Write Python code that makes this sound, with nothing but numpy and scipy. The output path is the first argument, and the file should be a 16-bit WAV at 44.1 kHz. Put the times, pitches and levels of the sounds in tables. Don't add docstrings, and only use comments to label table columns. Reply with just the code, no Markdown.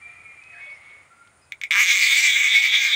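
import sys
import numpy as np
from scipy import signal
from scipy.fft import rfft, irfft
from scipy.io import wavfile
from scipy.ndimage import uniform_filter1d

SR = 44100
rng = np.random.default_rng(int(sys.argv[2]) if len(sys.argv) > 2 else 0)


def decibels_to_gain(level_db):
    exponent = np.asarray(level_db, float) / 20
    return 10 ** exponent


def store_pcm(level_fs):
    pcm = np.round(np.clip(level_fs, -1, 1) * 32767).astype(np.int16)
    wavfile.write(sys.argv[1], SR, np.atleast_2d(pcm).T)


N = 130095
WIND_START_S = 1.7072
SCRAPE_HZ = 4200


def reel(t):
    # (time [s], level [dB], scattered part [dB])
    single_ticks = [
        (1.5199, -27, 3),
        (1.6129, -26, 5.5),
        (1.6346, -24, 9.5),
    ]
    # (frequency [Hz], width [Hz], level [dB])
    body_modes = [(840, 162, -31.5), (1294, 540, -25), (1706, 344, -13.5), (2234, 424, 1.5),
                  (2865, 450, -10.5), (3518, 605, -10), (4320, 1700, -18), (5880, 1250, -18.5),
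                  (6520, 680, -17.5), (7440, 960, -18), (8390, 1530, -28), (12700, 5400, -35),
                  (12700, 1900, -59), (15350, 470, -23.5)]
    ticks = np.array(single_ticks)
    run = teeth(t)
    times = np.r_[ticks[:, 0], run]
    at = np.minimum((times * SR).astype(int), N - 1)
    wound = np.maximum(times - WIND_START_S, 0)
    winding = wound > 0
    chance = rng.standard_normal((len(at), len(body_modes) + 1))

    tail_db, wet_rise_db, wet_rise_s = -15, 11, 0.4
    wet = decibels_to_gain(np.r_[ticks[:, 2], wet_rise_db * (1 - np.exp(-wound[3:] / wet_rise_s))])
    tooth_db = hand(run + .006, col=2) + 1.3 * chance[3:, -1]
    db = np.r_[ticks[:, 1], tooth_db]
    db = db - 10 * np.log10(1 + (wet * decibels_to_gain(tail_db + 7)) ** 2) * winding

    facing, bloom, shade = tone_changes(times, wound, db)
    dry, far = 0, 0
    for k, (hz, width, mode_db) in enumerate(body_modes):
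        lean = np.zeros(len(at))
        if 3200 < hz < SCRAPE_HZ:
            lean = lean + facing
        if hz > SCRAPE_HZ:
            lean = lean + shade
        if 1100 < hz < 1900:
            lean = lean + bloom
        if hz < 1000:
            lean = lean - .75 * (db + 19) * winding
        if abs(hz - 2900) > 800:
            lean = lean + 3.2 * walk(14)[at] * winding
        hit = decibels_to_gain(db + mode_db + lean + 1.2 * chance[:, k])
        knock = np.zeros((2, N))
        knock[:, at] = hit * np.array([np.ones(len(at)), wet])
        if hz > SCRAPE_HZ:
            knock = scraped(knock)
        direct, scattered = body_ring(knock, hz, width, k)
        dry, far = dry + direct, far + scattered
    far = far + decibels_to_gain(3.0) * band(far, 2250, 380)
    return decibels_to_gain(39.5) * (dry + decibels_to_gain(tail_db) * swaying(far))


def hand(t, col):
    # (time of fastest turn [s], teeth rate there [teeth/s], level there [dB],
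    # teeth rate in the lull before [teeth/s], level in that lull [dB])
    hand_surges = [(1.735, 168, -17, 158, -12.5), (1.812, 270, -12.5, 225, -16),
                   (1.890, 290, -16, 155, -19), (2.040, 315, -16, 170, -18.5),
                   (2.120, 270, -15.5, 245, -20), (2.180, 290, -14, 290, -20),
                   (2.250, 310, -13.5, 250, -18.5), (2.390, 285, -16, 245, -21.5),
                   (2.442, 320, -16, 265, -20), (2.558, 315, -13.5, 215, -21.5),
                   (2.648, 325, -14.5, 258, -24), (2.748, 320, -16, 205, -22.5),
                   (2.845, 290, -19, 258, -22.5), (2.945, 255, -20, 235, -26)]
    s = np.array(hand_surges)
    before = np.r_[WIND_START_S, s[:-1, 0]]
    lull_place = np.r_[0, 0.59 * np.ones(len(s) - 1)]
    lull = before + lull_place * (s[:, 0] - before)
    moments = np.c_[lull, s[:, 0]].ravel()
    values = s[:, [col + 2, col]].ravel()
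    return np.interp(t, moments, values)


def teeth(t):
    rate = hand(t, col=1) * (t >= WIND_START_S)
    turned = np.cumsum(rate) / SR + t * 1e-6
    count = np.arange(int(turned[-1]))
    slip = .03 * rng.standard_normal(len(count)) * (count > 0)
    return np.interp(count + slip + 1e-3, turned, t)


def tone_changes(times, wound, db):
    winding = wound > 0
    turn_s, facing_s = .207, 2.53
    facing = 5.5 * np.cos(2 * np.pi * (times - facing_s) / turn_s) * winding
    facing = facing + 5 * wound - .75 * (db + 20.5) * winding

    bloom_s = 0.033
    starting = np.exp(-((times - 1.76) / bloom_s) ** 2)
    slowing = np.exp(-((times - 2.895) / bloom_s) ** 2)
    bloom = 10.5 * (starting + slowing)

    shade = -5 / (1 + np.exp(-(times - 2.377) / 0.034))
    shade = shade - 4.5 * np.exp(-wound / 0.055)
    shade = shade - 0.51 * (db + 19.0) * winding
    return facing, bloom, shade


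def scraped(knock):
    u, scrape_s = np.arange(600) / SR, .0022
    scrape = u / scrape_s * np.exp(-u / scrape_s * 2)
    scrape /= np.sqrt(np.sum(scrape ** 2))
    return signal.lfilter(scrape, 1, knock) * rng.standard_normal(N)


def body_ring(knock, hz, width, k):
    u = np.arange(600) / SR
    spread = .5 / width
    late = (.0024 if hz < SCRAPE_HZ else .0012) + .0003 * np.cos(2.4 * k)
    bell = np.exp(-((u - late) / spread) ** 2) * np.sin(2 * np.pi * hz * (u - late)) / spread / SR
    return signal.fftconvolve(knock, bell[None])[:, :N]


def swaying(x):
    sway_s = .12
    turn = np.arange(N) / SR / sway_s * np.pi / 2
    out = 0
    for k in range(4):
        fade = np.maximum(np.cos(turn - k * np.pi / 2), 0)
        out = out + echoes(x * fade, t60=.1, late=.003)
    return out


def birds(t):
    # (start [s], length [s], first pitch [Hz], last pitch [Hz], level [dB])
    bird_whistles = [(0, .13, 1890, 1885, -52), (.012, .19, 2360, 2420, -46), (0, .3, 1340, 1310, -60),
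                     (.13, .06, 2000, 2000, -55), (.17, .15, 2320, 2120, -52), (.21, .14, 2400, 2400, -51),
                     (.365, .045, 2400, 2300, -49), (.416, .25, 2520, 2530, -47),
                     (.497, .063, 2400, 1520, -48), (.56, .045, 1520, 2100, -52),
                     (.595, .15, 2220, 2225, -45), (.75, .05, 2110, 2080, -51), (.81, .2, 2215, 2220, -56),
                     (.66, .045, 600, 590, -59), (1.1, .15, 1365, 1405, -57), (1.14, .1, 2190, 2170, -65),
                     (1.42, .08, 2520, 2520, -68), (.6, .07, 3400, 3400, -66), (.36, .25, 1300, 1330, -66),
                     (.5, .1, 700, 690, -66), (.04, .12, 700, 720, -66)]
    out, warble, wobble = 0, walk(80), walk(40)
    for k, (start, length, f0, f1, db) in enumerate(bird_whistles):
        u = (t - start) / length
        shape = np.clip(np.minimum(u, 1 - u) * length / 0.004, 0, 1)
        glide = f0 + (f1 - f0) * np.clip(u, 0, 1)
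        hz = glide * (1 + .004 * np.roll(wobble, 5000 * k))
        loudness = decibels_to_gain(db + 3.6 * np.roll(warble, 7000 * k))
        out = out + loudness * shape * np.sin(2 * np.pi * np.cumsum(hz) / SR)
    trees = echoes(out, t60=0.3, late=0.014)
    return decibels_to_gain(0.5) * (out + trees)


def drips(t):
    # (start [s], frequency [Hz], width [Hz], length [s], level [dB])
    drip_ticks = [(.436, 4000, 2500, .002, -46), (.55, 3300, 800, .008, -50), (.655, 3450, 500, .01, -46),
                  (.695, 4600, 900, .012, -49), (.52, 4400, 400, .02, -52), (.84, 3500, 500, .02, -50),
                  (.89, 3400, 1200, .01, -50), (1.272, 3200, 2500, .002, -45), (1.41, 5000, 300, .02, -49),
                  (1.14, 4900, 300, .03, -57), (.73, 5200, 900, .015, -52)]
    grit = rng.standard_normal(N)
    out = 0
    for start, hz, width, length, db in drip_ticks:
        u = np.maximum((t - start) / length, 0)
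        puff = u * np.exp(-u)
        out = out + band(decibels_to_gain(db + 9) * grit * puff, hz, width, order=2)
    return out


def bank(t):
    return still_air() + rustling(t) + insects(t)


def still_air():
    # (frequency [Hz], level per Hz [dB])
    air_colour = [(18, -60), (30, -22), (314, -12), (1210, -10.5), (1420, -4.5), (1570, -13), (2810, -21),
                  (9230, -30), (16500, -53)]
    f, air = np.maximum(np.arange(N // 2 + 1) * SR / N, 1), np.array(air_colour)
    colour = decibels_to_gain(np.interp(np.log(f), np.log(air[:, 0]), air[:, 1]))
    still = irfft(rfft(rng.standard_normal(N)) * colour, N)
    return decibels_to_gain(-57.5 - 4) * unit(still)


def rustling(t):
    # (time [s], level [dB])
    rustle_swell = [
        (0, -53.5),
        (.45, -56.5),
        (.6, -49),
        (.95, -53),
        (1.1, -60),
        (1.5, -72),
        (2.95, -52),
    ]
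    # (frequency [Hz], width [Hz], level [dB])
    rustle_bands = [(756, 900, -13), (1210, 190, -14), (2135, 630, 0), (3370, 2700, -18.5),
                    (4630, 2700, -26)]
    rustle = sum(decibels_to_gain(db) * flicker(hz, width, 1.8, 25) for hz, width, db in rustle_bands)
    return decibels_to_gain(np.interp(t, *np.array(rustle_swell).T)) * rustle


def insects(t):
    # (frequency [Hz], width [Hz], level [dB])
    chorus_voices = [
        (92.4, 83, -66),
        (6600, 120, -76.5),
        (7470, 1200, -72),
        (8930, 530, -69),
        (9410, 180, -70.5),
        (15100, 1400, -87),
    ]
    chorus = sum(decibels_to_gain(db) * flicker(hz, width, 0.7, 13.54) for hz, width, db in chorus_voices)
    return decibels_to_gain(-1.5 * np.minimum(t, 1.4)) * chorus


def flicker(hz, width, flick_db, rate):
    voice = unit(band(rng.standard_normal(N), hz, width, order=2))
    return voice * decibels_to_gain(flick_db * walk(rate))


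def echoes(x, t60, late):
    u = np.arange(int(SR * .8)) / SR
    h = rng.standard_normal(len(u)) * decibels_to_gain(-60 * u / t60) * np.clip(u / late, 0, 1) ** 2
    return signal.fftconvolve(x, h / np.sqrt(np.sum(h ** 2)))[:N]


def band(x, hz, width, order=1):
    b, a = signal.iirpeak(min(hz, .45 * SR), hz / width, SR)
    for _ in range(order):
        x = signal.lfilter(b, a, x)
    return x


def unit(x):
    return x / np.sqrt(np.mean(x ** 2))


def walk(rate):
    k = int(SR / rate)
    held = np.repeat(rng.standard_normal(N // k + 1), k)
    return 1.11 * uniform_filter1d(uniform_filter1d(held, k), k)[:N]


def scene():
    t = np.arange(N) / SR
    mid = reel(t) + birds(t) + drips(t) + bank(t)
    return np.array([mid, mid])


def low_pass(x):
    return signal.sosfilt(signal.butter(12, 16990, fs=SR, output="sos"), x)


def record(dry):
    top_cut = signal.ellip(12, .2, 70, 15780, fs=SR, output="sos")
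    mix = signal.sosfilt(top_cut, np.tanh(dry))
    return low_pass(mix)


dry = scene()
out = record(dry)
store_pcm(out)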